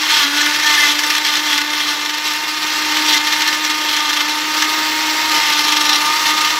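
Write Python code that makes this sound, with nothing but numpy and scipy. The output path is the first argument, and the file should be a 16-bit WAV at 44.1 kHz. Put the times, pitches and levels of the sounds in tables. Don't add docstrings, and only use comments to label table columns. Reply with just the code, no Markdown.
import sys
import numpy as np
from scipy import signal
from scipy.fft import rfft, irfft
from scipy.io import wavfile
from scipy.ndimage import uniform_filter1d, minimum_filter1d

SR = 44100
rng = np.random.default_rng(int(sys.argv[2]) if len(sys.argv) > 2 else 0)


def file_out(sig):
    cols = np.atleast_2d(sig).T
    lim = np.clip(cols, -1, 1)
    pcm = np.round(lim * 32767).astype(np.int16)
    wavfile.write(sys.argv[1], SR, pcm)


N = 290619
TIME = np.arange(N) / SR
BINS = np.fft.rfftfreq(8192, 1 / SR)


def amp(db):
    return 10 ** (np.asarray(db) / 20)


def unit(x):
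    return x / np.sqrt(np.mean(x ** 2) + 1e-20)


def curves(rows):
    s, *columns = np.transpose(rows)
    return [np.interp(TIME, s, column) for column in columns]


def spectrum(points):
    hz, db = np.transpose(points)
    return np.interp(np.log(BINS + 1), np.log(hz), db)


def colour(x, gain_db):
    both_halves_db = np.r_[gain_db, gain_db[-2:0:-1]]
    log_gain = np.log(amp(np.maximum(both_halves_db, -100)))
    taps = np.fft.ifft(np.exp(np.conj(signal.hilbert(log_gain)))).real
    return signal.oaconvolve(x, taps[:len(taps) // 2])[:N]


def bell(hz, width, at=BINS):
    return 1 / (1 + (2 * (at - hz) / width) ** 2)


def wander(centre_hz, width_hz):
    coarse = np.linspace(0, N / SR, N // 24)
    hz = np.fft.rfftfreq(len(coarse), coarse[1])
    rates = rfft(rng.standard_normal(len(coarse))) * np.exp(-((hz - centre_hz) / width_hz) ** 2)
    return np.interp(TIME, coarse, unit(irfft(rates, len(coarse))))


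def blows(turns, spread=0.021, size_db=0.0, per_s=6500, knock=0.2, scatter=0.023):
    def bunch(at):
        return np.exp((np.cos(2 * np.pi * (turns - at)) - 1) / (2 * np.pi * spread) ** 2)

    sizes = rng.standard_normal(N) * amp(size_db * np.minimum(rng.exponential(1, N), 3))
    hits = sizes * (rng.random(N) < per_s / SR)
    grit = unit(hits) + rng.standard_normal(N)
    grit *= 1 + 0.91 * bunch(0.471) + 0.5 * bunch(0.946)
    knocks = np.zeros(N)
    for at in (0.55, 0.97):
        passed = np.floor(np.maximum.accumulate(turns - at + scatter * wander(0, 120)))
        knocks += np.diff(passed, prepend=passed[0]) * amp(8 * wander(0, 90))
    return unit(grit) + knock * unit(knocks)


def crunch(per_s=70, decay_s=0.003, size=0.16):
    cracks = np.minimum(rng.exponential(1, N), 2.5) * (rng.random(N) < per_s / SR)
    dying = signal.lfilter([1], [1, -np.exp(-1 / (decay_s * SR))], cracks)
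    return unit(1 + size * dying)


BODY_DB_PER_S = -0.62


def shifting(x, swing_db, clump_db, patchy_db=1.02, steady_low=0.26, clump_low=1.0, split_hz=2300):
    hz, s, z = signal.stft(x, SR, nperseg=256)
    patches = uniform_filter1d(rng.standard_normal(z.shape), size=5, axis=0)
    patches = unit(uniform_filter1d(patches, size=7, axis=1))
    low = 1 / (1 + (hz[:, None] / split_hz) ** 4)
    low_db = BODY_DB_PER_S * TIME - steady_low * swing_db - clump_low * clump_db
    low_db = np.interp(s, TIME, low_db - low_db.mean())
    gain = unit(amp(patchy_db * patches + low * low_db))
    return signal.istft(z * gain)[1][:N]


# t/s, level/dB (start of burst, before the jar)
CHUNKS = [(0.835, -10), (0.990, -11.5), (1.035, -14), (1.101, -12), (1.150, -14), (1.181, -12.5),
          (1.267, -14), (1.338, -15), (1.354, -15), (1.368, -14), (1.530, -13), (1.578, -11.5),
          (1.615, -15.5), (2.094, -16.5), (2.183, -19), (2.335, -18), (2.922, -17), (2.968, -10.5),
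          (3.022, -17), (3.324, -14), (3.420, -12.5), (3.475, -13.5), (3.528, -15.5), (3.648, -15),
          (4.6215, -5.5), (5.591, -15)]
CHUNK_S = 0.006


def chunks():
    out = np.zeros(N)
    for s, db in CHUNKS:
        on = (TIME > s) & (TIME < s + 4 * CHUNK_S)
        out[on] += amp(db) * np.exp(-((TIME[on] - s) / CHUNK_S) ** 2)
    return out * rng.standard_normal(N)


# f/Hz, width/Hz, lift/dB
BODY = [(830, 17, 3.5), (894, 52, 11), (1092, 29, 4.5), (1202, 124, 9), (1459, 59, 9), (1670, 27, 7),
        (1920, 180, 3.5), (2023, 28, -5.5), (2436, 32, 2.5), (2640, 170, 4), (2759, 38, 4), (3020, 55, 4.5),
        (3340, 180, 1), (3590, 39, 7), (3800, 41, 1.5), (3930, 17, 9.5), (4140, 63, 4.5), (4270, 88, 4),
        (4690, 60, 6.5), (5000, 144, 5), (5420, 130, 4.5), (5730, 80, 6), (5920, 80, 5), (6370, 210, 5),
        (7950, 600, 14.5)]


def housing():
    return sum(db * bell(hz, width) for hz, width, db in BODY)


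# f/Hz, relative level/dB (per Hz)
GRIND_COLOUR = [(40, -81), (300, -40), (700, -28.5), (850, -9.5), (1400, -5.5), (2100, 2.5), (2450, -0.5),
                (3000, 0.5), (4300, 0), (5800, -3.5), (7000, -9.5), (10000, -43.5), (12700, -10.5),
                (14500, -19), (16000, -74)]
# f/Hz, width/Hz (before squaring steepens them), relative level/dB
LID_MODES = [(948, 18, 7), (1213, 58, 10)]
WALL_MODES = [(1758, 140, 4.5), (2047, 136, 4.5)]
COUPLING_MODES = [(3263, 310, 1.5), (3540, 150, -7), (4120, 410, -9.5)]
RASP_MODES = [(3250, 950, 3.5), (3900, 560, 9), (4880, 820, -1), (5630, 520, 6.5)]
# t/s, third shaft order level/dB, fourth shaft order level/dB, ringing lid level/dB
SINGING = [(0, -49, -48, -14), (0.11, -37, -31, -33), (0.17, -39, -32, -20), (0.22, -40, -30, -18),
           (0.31, -39, -41, -25), (0.4, -38.5, -32, -37), (0.6, -39, -36, -48), (0.72, -34, -28.5, -28),
           (0.9, -36, -36, -5), (1.9, -35, -33.5, -2.5), (2.65, -39, -31.5, -15), (3.25, -35, -34, -5),
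           (3.8, -39, -28, -6), (4.2, -35, -35, 6.5), (4.6, -36.5, -27, -29), (5.0, -32.5, -31.5, -9),
           (5.7, -34.5, -30.5, 1.5), (5.95, -33, -29, 6), (6.4, -35.5, -23, -2.5), (6.59, -40.5, -27, 12.5)]
# t/s, blade coupling's ring level/dB, upper rasp level/dB
COUPLING = [(0, -13, -20), (0.5, -18, -18), (0.8, -16, -15), (1.8, -9, -10), (2.8, -20, -19),
            (3.16, -14, -9), (3.4, -18, -18), (4.0, -9, -11.5), (4.8, -26, -20), (5.5, -21, -13),
            (5.73, -16, -9), (5.85, -18, -5), (5.96, -22, -3), (6.03, -35, -20), (6.59, -41, -13)]
CHUNK_WALL_DB = -9
RASP_PULSE = 0.45


def jar(rattle, bursts, effort_db, swing_db, body_db=0.5, lid_db=-12, wall_db=-10, wall_follow=0.05,
        coupling_db=5.5, coupling_follow=0.91, rasp_db=1.0, rasp_follow=0.56, drift_db=-0.5):
    def through(drive, gain_db):
        mean_power = np.mean(amp(gain_db) ** 2)
        return colour(drive, gain_db - 10 * np.log10(mean_power))

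    def ring(drive, modes, db):
        own = drive * rng.choice([-1., 1.], N)
        power = sum(amp(level) ** 2 * bell(hz, width) ** 2 for hz, width, level in modes)
        return amp(db + drift_db * wander(0, 0.91)) * through(own, 10 * np.log10(power))

    ring_db, upper_rasp_db = curves(COUPLING)
    rasp_swell_db = rasp_follow * effort_db + RASP_PULSE * (swing_db - swing_db.mean())
    out = amp(body_db) * through(rattle + bursts, spectrum(GRIND_COLOUR) + housing())
    out += ring(rattle, LID_MODES, lid_db + curves(SINGING)[2])
    out += ring(rattle, WALL_MODES, wall_db + wall_follow * effort_db)
    out += ring(bursts, WALL_MODES, CHUNK_WALL_DB)
    out += ring(rattle, COUPLING_MODES, coupling_db + ring_db + coupling_follow * effort_db)
    out += ring(rattle, RASP_MODES, rasp_db + upper_rasp_db + rasp_swell_db)
    return out


def spell(start, length, rise_s, fall_s):
    rise = (TIME - start) / rise_s
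    fall = 1 - (TIME - start - length) / fall_s
    return np.clip(np.minimum(rise, fall), 0, 1)


# t/s, length/s, f/Hz, level/dB
CHATTER = [(0.10, 0.06, 3360, -26), (0.17, 0.075, 3300, -24.5), (0.36, 0.16, 1470, -32),
           (0.37, 0.05, 4110, -26.5), (0.643, 0.055, 1795, -18), (0.655, 0.02, 3290, -22),
           (0.685, 0.07, 2070, -25), (0.69, 0.05, 3520, -27), (0.774, 0.02, 1765, -14.5),
           (0.792, 0.017, 2075, -15.5), (0.824, 0.016, 1750, -19), (0.826, 0.03, 2040, -15.5),
           (0.86, 0.04, 3450, -24), (1.475, 0.085, 3400, -26), (2.245, 0.04, 3930, -28),
           (3.14, 0.025, 2060, -20.5), (3.468, 0.012, 1780, -21)]
CHATTER_RISE_S, CHATTER_FALL_S = 0.0067, 0.026


def chatter(smear=0.031):
    shake = amp(1.5 * wander(0, 60))
    slip = smear * wander(0, 70)
    out = np.zeros(N)
    for s, length, hz, db in CHATTER:
        swell = spell(s, length, CHATTER_RISE_S, CHATTER_FALL_S)
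        on = swell > 0
        tone = np.cos(2 * np.pi * (hz * TIME[on] + slip[on] + rng.random()))
        out[on] += np.sqrt(2) * amp(db) * swell[on] * tone
    return out * shake


# f/Hz, relative level/dB (per Hz)
BRUSH_COLOUR = [(3000, -42), (6000, -12), (7600, -6), (8700, -2), (9300, 20.5), (10200, 14.5), (10800, -2),
                (11400, 15.5), (12600, 6), (13500, -15.5), (14400, 2), (15700, 9), (16000, -4)]


def snaps(bursts):
    bright = unit(colour(rng.standard_normal(N), spectrum(BRUSH_COLOUR)))
    return amp(-18.0) * bright * uniform_filter1d(abs(bursts), size=60)


# t/s, length/s, rise of the load level/dB
CLUMPS = [(0.086, 0.15, 5), (0.335, 0.094, 2.5), (0.643, 0.1, 5), (0.77, 0.14, 5), (1.227, 0.15, 4),
          (1.448, 0.11, 4.5), (1.861, 0.078, 3), (2.236, 0.04, 6.5), (2.723, 0.0561, 2), (3.062, 0.1, 5),
          (5.307, 0.048, 3.5), (6.238, 0.062, 4)]
CLUMP_RISE_S, CLUMP_FALL_S = 0.02, 0.035


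def clumps():
    return sum(db * spell(s, length, CLUMP_RISE_S, CLUMP_FALL_S) for s, length, db in CLUMPS)


# t/s (peak), rise of the load level/dB
SLAPS = [(0.4642, 2), (0.5488, 2), (0.9941, 3), (1.0408, 2.5), (1.065, 3), (1.1058, 4.5), (1.123, 4),
         (1.1546, 6.5), (1.17, 3.5), (1.2698, 2), (1.583, 4), (1.735, 4.2), (1.8059, 4.3), (1.8448, 2),
         (1.8873, 4), (1.9746, 3.5), (2.0144, 6.5), (2.0552, 7.5), (2.0942, 5), (2.141, 5), (2.1811, 2),
         (2.308, 3), (2.3508, 2), (2.4864, 5.5), (2.5749, 3), (2.6279, 5.5), (2.67, 3), (2.7158, 2),
         (3.148, 2), (3.269, 5), (3.331, 6), (3.4224, 2), (3.4786, 5.5), (3.534, 6.5), (3.652, 4.5),
         (3.7003, 4), (3.8411, 2), (3.8911, 5.0), (3.9321, 4.5), (3.9692, 5.3), (4.0513, 2.5),
         (4.0912, 5.5), (4.1324, 3), (4.1682, 5), (4.208, 5), (4.2968, 4), (4.5706, 3.4), (5.525, 2.5),
         (5.5944, 3.5), (5.6433, 3.5), (5.684, 6.5), (5.724, 8), (5.768, 6.5), (5.812, 7), (5.855, 8.5),
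         (5.894, 8.5), (5.9324, 7.5), (5.958, 6.5), (6.0081, 4), (6.0598, 3.2), (6.3732, 5), (6.412, 5),
         (6.451, 6), (6.5026, 5.5)]
SLAP_RISE_S, SLAP_FALL_S = 0.0038, 0.0102


def slaps(random_db=0.89):
    swing_db = random_db * wander(28.2, 8.6)
    for s, db in SLAPS:
        age = TIME - s
        near = abs(age) < 0.1
        width_s = np.where(age[near] < 0, SLAP_RISE_S, SLAP_FALL_S)
        swing_db[near] += db * np.exp(-0.5 * (age[near] / width_s) ** 2)
    return swing_db


# t/s, level/dB (before the jar)
LOAD = [(0.0, -20.5), (0.22, -20), (0.3, -21.5), (0.4, -20), (0.6, -20), (0.95, -21.5), (1.2, -24),
        (1.42, -23), (1.52, -23.5), (1.66, -24.5), (1.8, -22.5), (2.05, -27.5), (2.35, -24), (2.55, -25),
        (2.98, -19.5), (3.25, -22.5), (3.4, -20.5), (3.6, -23), (3.72, -22), (4.02, -22.5), (4.4, -22.5),
        (4.6, -20.5), (5.25, -20), (5.5, -17.5), (5.7, -21), (5.88, -22.5), (6.12, -19), (6.59, -21.5)]


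def load(clump_db, swing_db):
    return curves(LOAD)[0] + clump_db + swing_db


# t/s, f/Hz
SPEED = [(0.0, 304.87), (0.17, 307), (0.255, 287), (0.36, 296.37), (0.66, 304.97), (0.86, 299.11),
         (1.0, 301.65), (1.3, 301.63), (1.45, 306.16), (1.57, 298.72), (1.72, 301.14), (1.95, 297.76),
         (2.25, 304.17), (2.55, 306.6), (3.05, 306.6), (3.17, 303.98), (3.35, 305.27), (3.8, 306.17),
         (4.2, 298.72), (4.45, 306.51), (4.75, 309.28), (5.3, 310.03), (5.5, 300.09), (5.75, 302.38),
         (5.98, 297.7), (6.17, 308.04), (6.59, 307.5)]
SAG_HZ_PER_DB, INERTIA_S = 1.33, 0.1008


def shaft(clump_db, swing_db, sag_hz=0.62):
    keep = np.exp(-1 / (INERTIA_S * SR))
    brake = SAG_HZ_PER_DB * signal.lfilter([1 - keep], [1, -keep], clump_db)
    drag = uniform_filter1d(swing_db, size=600) - uniform_filter1d(swing_db, size=5000)
    late_drag = np.roll(drag, round(0.013 * SR))
    return curves(SPEED)[0] - brake - sag_hz * late_drag


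# t/s, level/dB
HUM = [(0, -32), (0.13, -35), (0.2, -42), (0.26, -29.5), (0.5, -28.5), (0.57, -35), (0.75, -33),
       (0.82, -36), (0.9, -30), (1.0, -31), (1.15, -34.5), (1.6, -32.5), (2.1, -35), (2.4, -39),
       (3.0, -27.5), (3.42, -34.5), (3.65, -31), (3.95, -33.5), (4.9, -29.5), (5.33, -30), (5.42, -40),
       (5.6, -30), (6.0, -31.5), (6.1, -34), (6.18, -41), (6.28, -32.5), (6.59, -36)]
# multiple of the shaft speed, level/dB
OVERTONES = [(5, -38), (6, -35.5), (7, -33.5), (8, -38), (9, -38), (10, -40), (11, -37.5), (12, -38),
             (13, -43), (14, -38.5), (18, -39), (24, -42.5)]
MAINS_HZ, MAINS_RIPPLE = 50, 0.12
HOUSING_HZ, HOUSING_WIDTH_HZ, HOUSING_LIFT_DB = 915.7, 51, 8
WHINE_DB, WHINE_HZ, WHINE_WIDTH_HZ, WHINE_LIFT_DB = -48, 14880, 200, 8
ORDER_SMEAR, WHINE_SMEAR = 0.12, 0.25
SIDE_TONE_DB, SIDE_TONE_WAVER_DB = -14, 3
SLAP_PRESS = 0.14


def motor(speed, turns, effort_db, swing_db, waver_db=1.5, rough=0.19, hum_trim_db=-1.15,
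          field_db=-60, blade_follow=0.69, field_follow=0.93):
    mains = 2 * MAINS_HZ * TIME
    first_db = curves(HUM)[0] + hum_trim_db
    third_db, fourth_db, _ = curves(SINGING) + blade_follow * effort_db
    third_db = third_db + HOUSING_LIFT_DB * bell(HOUSING_HZ, HOUSING_WIDTH_HZ, at=3 * speed)

    def line(order, db, beat=0):
        return np.sqrt(2) * amp(db) * np.cos(2 * np.pi * (order * turns + beat + rng.random()))

    def side_tone(order, db, beat):
        return line(order, db + SIDE_TONE_WAVER_DB * wander(0, 12), beat)

    unbalance = line(order=1, db=first_db + 1.3 * wander(0, 22))
    blades = line(order=2, db=first_db - 16.5 + 3 * wander(0, 12))
    blades += line(order=3, db=third_db + waver_db * wander(0, 32))
    blades += line(order=4, db=fourth_db + waver_db * wander(0, 63))

    lifts_db = housing()
    upper = np.zeros(N)
    for order, db in OVERTONES:
        resonant_db = db + np.interp(order * speed, BINS, lifts_db)
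        tone = line(order=round(order), db=resonant_db, beat=ORDER_SMEAR * wander(0, 53))
        upper += tone * (1 + rough * wander(0, 24))
    upper *= amp(0.71 * effort_db + SLAP_PRESS * (swing_db - swing_db.mean()))

    whine_db = WHINE_DB + WHINE_LIFT_DB * bell(WHINE_HZ, WHINE_WIDTH_HZ, at=48 * speed)
    whine = line(order=48, db=whine_db + 2 * wander(0, 20), beat=WHINE_SMEAR * wander(0, 110))

    field = line(order=0, db=field_db + field_follow * effort_db + 3.2 * wander(0, 24), beat=mains)
    field += side_tone(order=2, db=-53, beat=-mains)
    field += side_tone(order=2, db=-52.5, beat=mains)
    field += side_tone(order=3, db=third_db + SIDE_TONE_DB, beat=-mains)
    for way in (-1, 1):
        field += side_tone(order=4, db=fourth_db + SIDE_TONE_DB, beat=way * mains)

    ripple = 1 + MAINS_RIPPLE * np.cos(2 * np.pi * mains)
    return unbalance + field + (blades + upper + whine) * ripple


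def brushes(turns, effort_db, swing_db, level_db=-39, follow=1.0):
    hiss = unit(colour(blows(turns), spectrum(BRUSH_COLOUR)))
    spit_db = 1.6 * wander(0, 90) + 1.4 * wander(6, 8) + 0.7 * (swing_db - swing_db.mean())
    return hiss * amp(level_db + follow * effort_db + spit_db)


# f/Hz, relative level/dB (per Hz)
CHURN_COLOUR = [(20, -50), (55, -37), (85, -14), (125, -15), (160, -3), (225, -8), (290, 3.5), (340, 5.5),
                (460, -1.5), (620, 1.5), (760, -0.5), (850, 7.5), (1300, 6.5), (2500, -24.5)]


def liquid(effort_db, swing_db, level_db=-33.5, follow=0.66, thickening_db_per_s=0.4652):
    rush = unit(colour(rng.standard_normal(N), spectrum(CHURN_COLOUR)))
    gurgle_db = 1.33 * wander(0, 69)
    pressed_db = follow * effort_db + 0.13 * swing_db
    return rush * amp(level_db + thickening_db_per_s * TIME + pressed_db + gurgle_db)


# f/Hz, relative level/dB (per Hz)
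SIDE_TREBLE_COLOUR = [(5500, -60), (7000, -55), (8000, -6), (8600, 4.5), (10800, 0.5), (12000, -1),
                      (16000, -21)]


def side_treble(turns, load_db):
    noise = blows(turns)
    return amp(load_db - 14.0) * unit(colour(noise, spectrum(SIDE_TREBLE_COLOUR)))


def kitchen(x, t60=0.15, wet_db=-15):
    t = TIME[:SR // 3]
    echoes = rng.standard_normal(len(t)) * (rng.random(len(t)) < 3000 / SR)
    taps = echoes * (t > 0.002) * amp(-60 * t / t60)
    return x + amp(wet_db) * signal.oaconvolve(x, taps / np.linalg.norm(taps))[:N]


# f/Hz, level/dB (against the middle)
SIDE_COLOUR = [(300, -64), (600, -56), (800, -51), (1100, -79), (1500, -19.5), (2200, -13), (3000, -53),
               (5000, -70)]


def scene(flutter_hz=1.1):
    clump_db, swing_db = clumps(), slaps()
    load_db = load(clump_db, swing_db)
    effort_db = uniform_filter1d(load_db - load_db.mean(), size=2500)
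    speed = shaft(clump_db, swing_db)
    turns = np.cumsum(speed + flutter_hz * wander(0, 68.7)) / SR

    bursts = chunks()
    rattle = shifting(amp(load_db) * crunch() * blows(turns), swing_db, clump_db)
    mid = kitchen(jar(rattle, bursts, effort_db, swing_db)) + chatter() + snaps(bursts)
    mid += motor(speed, turns, effort_db, swing_db)
    mid += liquid(effort_db, swing_db)
    mid += brushes(turns, effort_db, swing_db)
    side = colour(mid, spectrum(SIDE_COLOUR)) + side_treble(turns, load_db)
    return np.array([mid + side, mid - side])


def record(dry):
    headroom = np.minimum(1, 0.97 / (abs(dry).max(0) + 1e-9))
    gain = uniform_filter1d(minimum_filter1d(headroom, size=90), size=90)
    taps = signal.firwin(511, 16000, window=("kaiser", 9), fs=SR)
    return signal.oaconvolve(dry * gain, taps[None], "same")


dry = scene()
out = record(dry)
file_out(out)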